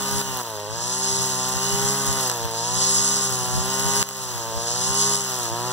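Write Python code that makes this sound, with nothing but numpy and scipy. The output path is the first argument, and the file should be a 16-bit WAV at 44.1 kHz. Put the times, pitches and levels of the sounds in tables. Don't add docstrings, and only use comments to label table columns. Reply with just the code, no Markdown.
import sys
import numpy as np
from scipy import signal
from scipy.fft import rfft, irfft
from scipy.io import wavfile
from scipy.ndimage import uniform_filter1d, map_coordinates

SR = 44100
rng = np.random.default_rng(int(sys.argv[2]) if len(sys.argv) > 2 else 0)


def to_wav(sig):
    pcm = np.clip(np.atleast_2d(sig), -1, 1) * 32767
    pcm = np.round(pcm).astype(np.int16)
    wavfile.write(sys.argv[1], SR, pcm.T)


N = 252252
TIME_S = np.arange(N) / SR
BIN_HZ = np.maximum(np.arange(N // 2 + 1) * SR / N, 1)
FREE_HZ, LOADED_HZ = 132.16, 107.3
HEAD_TURNS_PER_FIRING = 0.735


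def from_db(db):
    return 10 ** (np.asarray(db) / 20)


def rms_one(x):
    return x / np.sqrt(np.mean(x ** 2) + 1e-20)


def in_time(rows):
    s, *columns = np.transpose(rows)
    return [np.interp(TIME_S, s, column) for column in columns]


def on_hz(points):
    hz, *columns = np.transpose(points)
    return [np.interp(np.log(BIN_HZ), np.log(hz), column) for column in columns]


def colour(x, spectrum):
    gain_db, = on_hz(spectrum)
    return irfft(rfft(x) * from_db(gain_db), N)


def white_pair():
    return rng.standard_normal((2, N))


def butterworth(x, edge_hz, kind):
    return signal.sosfilt(signal.butter(2, edge_hz, kind, fs=SR, output="sos"), x)


def drift(rate_hz):
    knots = rng.standard_normal(int(N / SR * rate_hz) + 2)
    return rms_one(map_coordinates(knots, [TIME_S * rate_hz], order=3))


def throb(turns, sharp):
    return rms_one(np.exp(sharp * np.cos(2 * np.pi * turns)))


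def marks(s, size):
    out = np.zeros(N)
    out[np.round(s * SR).astype(int)] = size
    return out


# time in seconds, firing rate in Hz.
FIRING_RATE = [(0.0, 134.3), (0.21, 134.8), (0.38, 126.1), (0.51, 109.8), (0.639, 103.1), (0.78, 116.1),
               (0.94, 126.9), (1.14, 131.5), (1.43, 127.8), (1.74, 133.4), (2.02, 136.4), (2.21, 131.3),
               (2.37, 118), (2.55, 113.4), (2.791, 128.2), (3.03, 133.1), (3.22, 132.7), (3.46, 124.5),
               (3.75, 132), (4.01, 134.3), (4.24, 128.6), (4.44, 113.7), (4.64, 116.2), (4.92, 131.9),
               (5.14, 134.8), (5.3, 129.1), (5.43, 119.7), (5.49, 113.5), (5.562, 118.2), (5.72, 127)]


def revs():
    s, hz = np.transpose(FIRING_RATE)
    slope = np.gradient(hz, s)
    k = np.clip(np.searchsorted(s, TIME_S) - 1, 0, len(s) - 2)
    step = np.diff(s)[k]
    u = (TIME_S - s[k]) / step
    ease = u * u * (3 - 2 * u)
    bend = step * u * (1 - u) * ((1 - u) * slope[k] - u * slope[k + 1])
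    return hz[k] + ease * (hz[k + 1] - hz[k]) + bend


# multiple of the firing rate, relative level in dB running free, the same under load.
EXHAUST_HARMONICS = [(1, 7.5, 8), (2, -4, -5), (3, 3, -4), (4, -7, 4), (5, -10, 2), (6, -6.5, 0.5),
                     (7, -8, -9.5), (8, -7, -5), (9, -8.5, -9), (10, -16, -8.5), (11, -13, -12),
                     (12, -22.5, -61), (13, -17.5, -37.5), (14, -14.5, -14), (15, -14.5, -20),
                     (18, -57, -20)]
# centre in Hz, half-width in Hz, peak boost or cut in dB.
MUFFLER_RESONANCES = [(416, 91, 0.5), (654, 250, -3), (953, 91, 7), (1510, 64, 2.5)]


def exhaust_tone(hz, turns, load):
    shaky = turns + (0.0028 + 0.0071 * load) * drift(60)
    loose = np.clip(0.75 - 0.35 * load, 0.1, 2)
    tone = 0
    for multiple, free_db, load_db in EXHAUST_HARMONICS:
        body_db = sum(peak_db / (1 + ((multiple * hz - centre_hz) / width_hz) ** 2)
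                      for centre_hz, width_hz, peak_db in MUFFLER_RESONANCES)
        level_db = free_db + load * (load_db - free_db) + body_db
        gain = from_db(level_db + 1.56 * drift(4.846) + 0.77 * drift(30))
        tone = tone + gain * np.sin(2 * np.pi * multiple * shaky + loose * drift(2.956))
    return tone


# centre in Hz, half-width in Hz, relative level on top in dB.
CASING_RESONANCE = (2925, 85, -13)


def gear_whine(hz, turns):
    centre_hz, width_hz, whine_db = CASING_RESONANCE
    tone = 0
    for mesh, less_db in [(22, 0), (23, -4)]:
        swell = 1 / (1 + ((mesh * hz - centre_hz) / width_hz) ** 2)
        gain = from_db(whine_db + less_db + 4.2 * drift(7)) * swell
        tone = tone + gain * np.cos(2 * np.pi * mesh * turns + 0.5 * drift(40))
    return tone


# frequency in Hz, relative spectral gain in dB.
PUFF_SPECTRUM = [(60, -2), (200, -1), (310, -25), (500, -9), (1000, -15.5), (1600, -8), (2200, -13),
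                 (3000, -7), (4500, -16.5), (8000, -64)]
# frequency in Hz, relative spectral gain in dB.
RASP_SPECTRUM = [(1200, -4), (2000, -10.5), (4000, -11.5), (7000, -17)]


def exhaust_puff(turns, load):
    rasp = colour(white_pair() * throb(turns, 0.9), RASP_SPECTRUM)
    puff = colour(white_pair() * throb(turns, 0.072 + 0.37 * load), PUFF_SPECTRUM)
    return rms_one(puff + from_db(-1.5) * rasp)


def engine(hz, turns, level_db):
    load = np.clip((FREE_HZ - hz) / (FREE_HZ - LOADED_HZ), -0.2, 1.3)
    tone = exhaust_tone(hz, turns, load) + gear_whine(hz, turns)
    return from_db(level_db) * (from_db(2.5) * tone + from_db(-1.5) * exhaust_puff(turns, load))


# multiple of the head's turning rate, relative level in dB.
HUM_HARMONICS = [(1, -7), (2, 5), (6, -19.5)]


def head_hum(turns, level_db):
    tone = sum(from_db(db) * np.sin(2 * np.pi * multiple * turns + 0.46 * drift(15))
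               for multiple, db in HUM_HARMONICS)
    return from_db(level_db + 10) * tone


# frequency in Hz, relative spectral gain in dB.
WHOOSH_SPECTRUM = [(2000, -18.5), (3500, -8.5), (4600, -2), (5500, -1.5), (6200, -3), (7200, 2), (8300, -9),
                   (9500, -1.5), (11500, -14.5), (13000, -30), (16000, -23)]


def whoosh(turns, level_db, bright_db):
    out = 0
    uneven = from_db(0.5 * drift(90) + 0.67 * drift(12))
    longer_db = 3.6 * np.cos(2 * np.pi * turns + 0.81 * drift(1.49))
    bands = [(1500, 7560, 0, 0.36, 0), (5500, 8270, 0.016, 0.17, 0.48), (8700, 21200, 0.44, 2, 1)]
    for low_hz, high_hz, late, sharp, lift in bands:
        gain = from_db(lift * (bright_db + longer_db) + 1.15 * drift(25.18))
        swell = throb(2 * turns - late, sharp) * gain
        out = out + butterworth(white_pair() * swell * uneven, [low_hz, high_hz], "band")
    return from_db(level_db + 4) * rms_one(colour(out, WHOOSH_SPECTRUM))


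def snaps(at, level_db):
    clicks = np.zeros(N)
    clicks[at] = from_db(level_db)
    fade = np.exp(-1 / (0.00035 * SR))
    splinter = signal.lfilter([1], [1, -fade], clicks) * rng.standard_normal((2, N))
    return clicks + 0.35 * splinter


# frequency in Hz, relative spectral gain in dB.
SHRED_SPECTRUM = [(1500, 4), (2500, 1), (4500, 2.5), (7500, 2), (9000, -4.5), (12000, -0.5), (16000, -2.5)]


def shredding(turns, level_db):
    passes = np.flatnonzero(np.diff(np.floor(2 * turns)) > 0)
    sizes = np.minimum(rng.exponential(1, len(passes)), 4)
    hiss = white_pair() * from_db(0.82 * drift(40))
    brittle = butterworth(snaps(passes, 15 + 3.4 * sizes), 7000, "high")
    return from_db(level_db + 16.5) * rms_one(colour(hiss + brittle, SHRED_SPECTRUM))


# time in seconds, relative level in dB.
STEM_CRACKS = [(0.2154, -16), (0.4154, -21), (0.5999, -20), (2.2986, -9), (2.3153, -10), (2.4534, -15),
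               (2.5491, -16), (4.0184, -11), (4.028, -7), (4.0384, -10), (4.0694, -15), (4.0896, -6),
               (4.111, -12), (4.38, -13), (5.1559, -22), (5.2077, -12)]


def cracks():
    s, db = np.transpose(STEM_CRACKS)
    return colour(snaps(np.round(s * SR).astype(int), db + 10), SHRED_SPECTRUM)


# time of the peak in seconds, relative level in dB.
WIND_GUSTS = [(.14, -35), (.99, -53), (1.41, -48), (1.55, -46), (1.75, -33), (1.87, -32), (2.119, -36),
              (2.47, -33), (2.81, -37), (2.96, -33), (3.24, -50), (3.4, -45), (3.48, -37), (3.58, -30),
              (3.9, -32.5), (4.0, -37), (4.351, -33), (4.59, -37), (4.89, -36)]
# frequency in Hz, relative spectral gain in dB.
GUST_SPECTRUM = [(20, -26), (45, 0.5), (80, 3), (130, -1.5), (200, -15.5), (350, -42), (700, -30),
                 (1500, -100)]
GUST_WIDTH_S = 0.031
BREEZE_DB, BREEZE_SWING_DB = -41, 2


def wind():
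    s, db = np.transpose(WIND_GUSTS)
    swell_s = np.arange(-SR // 4, SR // 4) / SR
    swell = np.exp(-0.5 * (swell_s / GUST_WIDTH_S) ** 2)
    breeze = from_db(BREEZE_DB + BREEZE_SWING_DB * drift(9))
    gain = breeze + np.abs(signal.fftconvolve(marks(s, from_db(db)), swell, "same"))
    rumble = rms_one(colour(white_pair() * from_db(3.6 * drift(30)), GUST_SPECTRUM))
    flutter = butterworth(rumble, 150, "high")
    return from_db(1.5) * gain * (rumble + flutter * (gain / from_db(-40)) ** 0.44)


# frequency in Hz, level in dB,
# phase in radians, share that follows the sum from 0 to 1.
PORT_DIFFERENCE = [(100, -56, 0.51, .5), (400, -29, -0.24, 0.55), (690, -18, -0.095, 0.5),
                   (1730, -9.5, -0.42, 0.41), (2920, -0.5, -0.59, 0.66), (4100, 0, 0.59, 0.85),
                   (5300, 1.5, 0.56, 0.76), (6500, 1.5, 0.85, .8), (7500, -5, -0.06, 0.39),
                   (8600, 2, 0.72, 0.57), (10000, -1, .8, 0.62), (13000, 2.5, .8, .4), (16000, -3, .8, .3)]


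def ports(near, other):
    level_db, phase, share = on_hz(PORT_DIFFERENCE)
    share = np.clip(share, 0, 1)
    mix = share * rfft(near) + np.sqrt(1 - share ** 2) * rfft(other)
    difference = irfft(from_db(level_db) * np.exp(1j * phase) * mix, N)
    return np.array([near + difference, near - difference]) / 2


# time in seconds, relative level in dB.
WHOOSH_LEVEL = [(0, -33.5), (.2, -31.5), (.4, -36), (.57, -35), (.85, -26.5), (1.16, -24.5), (1.5, -29),
                (2.2, -27.5), (2.5, -34.5), (2.67, -26), (2.95, -21.5), (3.32, -29), (3.65, -30.5),
                (3.98, -26.5), (4.1, -28.5), (4.48, -32), (4.7, -25.5), (5.07, -22), (5.22, -28),
                (5.72, -32.5)]
# time in seconds, relative exhaust level in dB,
# relative shredding level in dB.
SWING_LEVELS = [(0, -33, -44.5), (.5, -29.5, -45.5), (1.2, -32.5, -48), (1.85, -29.5, -44.5),
                (2.4, -30, -47), (3.2, -32.5, -48.5), (3.65, -31, -46), (3.95, -30, -45),
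                (4.5, -29.5, -44.5), (5.1, -30.5, -48.5), (5.25, -31.5, -45.5), (5.72, -28, -45.5)]
# exhaust, hum, whoosh brightness, shredding, all in dB per Hz.
SAG_CHANGE = (-0.082, -.45, -0.36, -0.15)
# exhaust, hum, whoosh brightness,
# shredding, all in dB per Hz/s.
BITE_CHANGE = (0.00038, -0.026, 0.019, 0.037)
HUM_DB, BRIGHT_DB = -38.5, 3
BITE_SMOOTH_S = 0.033


def scene():
    hz = revs()
    falling = -uniform_filter1d(np.gradient(hz) * SR, int(BITE_SMOOTH_S * SR))
    whoosh_db, = in_time(WHOOSH_LEVEL)
    exhaust_db, grass_db = in_time(SWING_LEVELS)
    free_levels = (exhaust_db, HUM_DB, BRIGHT_DB, grass_db)
    engine_db, hum_db, bright_db, shred_db = [
        db + sag * (FREE_HZ - hz) + bite * falling
        for db, sag, bite in zip(free_levels, SAG_CHANGE, BITE_CHANGE)]
    engine_turns = np.cumsum(hz) / SR
    head_turns = HEAD_TURNS_PER_FIRING * engine_turns
    far = engine(hz, engine_turns, engine_db) + head_hum(head_turns, hum_db)
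    far = far + whoosh(head_turns, whoosh_db, bright_db)
    far = far + shredding(head_turns, shred_db) + cracks()
    return ports(*far) + wind()


# time in seconds, added drop in dB.
LEVEL_DIPS = [(0, 1), (0.218, 4), (.417, 5.5), (1.95, 1.5), (2.301, 1.5), (2.455, 0.5), (3.27, 1),
              (4.0291, 12), (5.158, 3.5), (5.46, 0.5)]
DIP_RECOVERY_S = 0.48


def dips():
    keep = np.exp(-1 / (DIP_RECOVERY_S * SR))
    drop_db = signal.lfilter([1], [1, -keep], marks(*np.transpose(LEVEL_DIPS)))
    return from_db(-drop_db)


LAG_S, LAG_DULL_HZ = 1 / 2325, 15000
CUTOFF_HZ = 15750


def record(dry):
    lag = np.exp(-2j * np.pi * BIN_HZ * LAG_S) / (1 + (BIN_HZ / LAG_DULL_HZ) ** 3)
    sides = dry - irfft(rfft(dry[::-1]) * lag, N)
    low_pass = signal.ellip(12, 0.5, 75, CUTOFF_HZ, fs=SR, output="sos")
    return signal.sosfilt(low_pass, sides * dips())


dry = scene()
out = record(dry)
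to_wav(out)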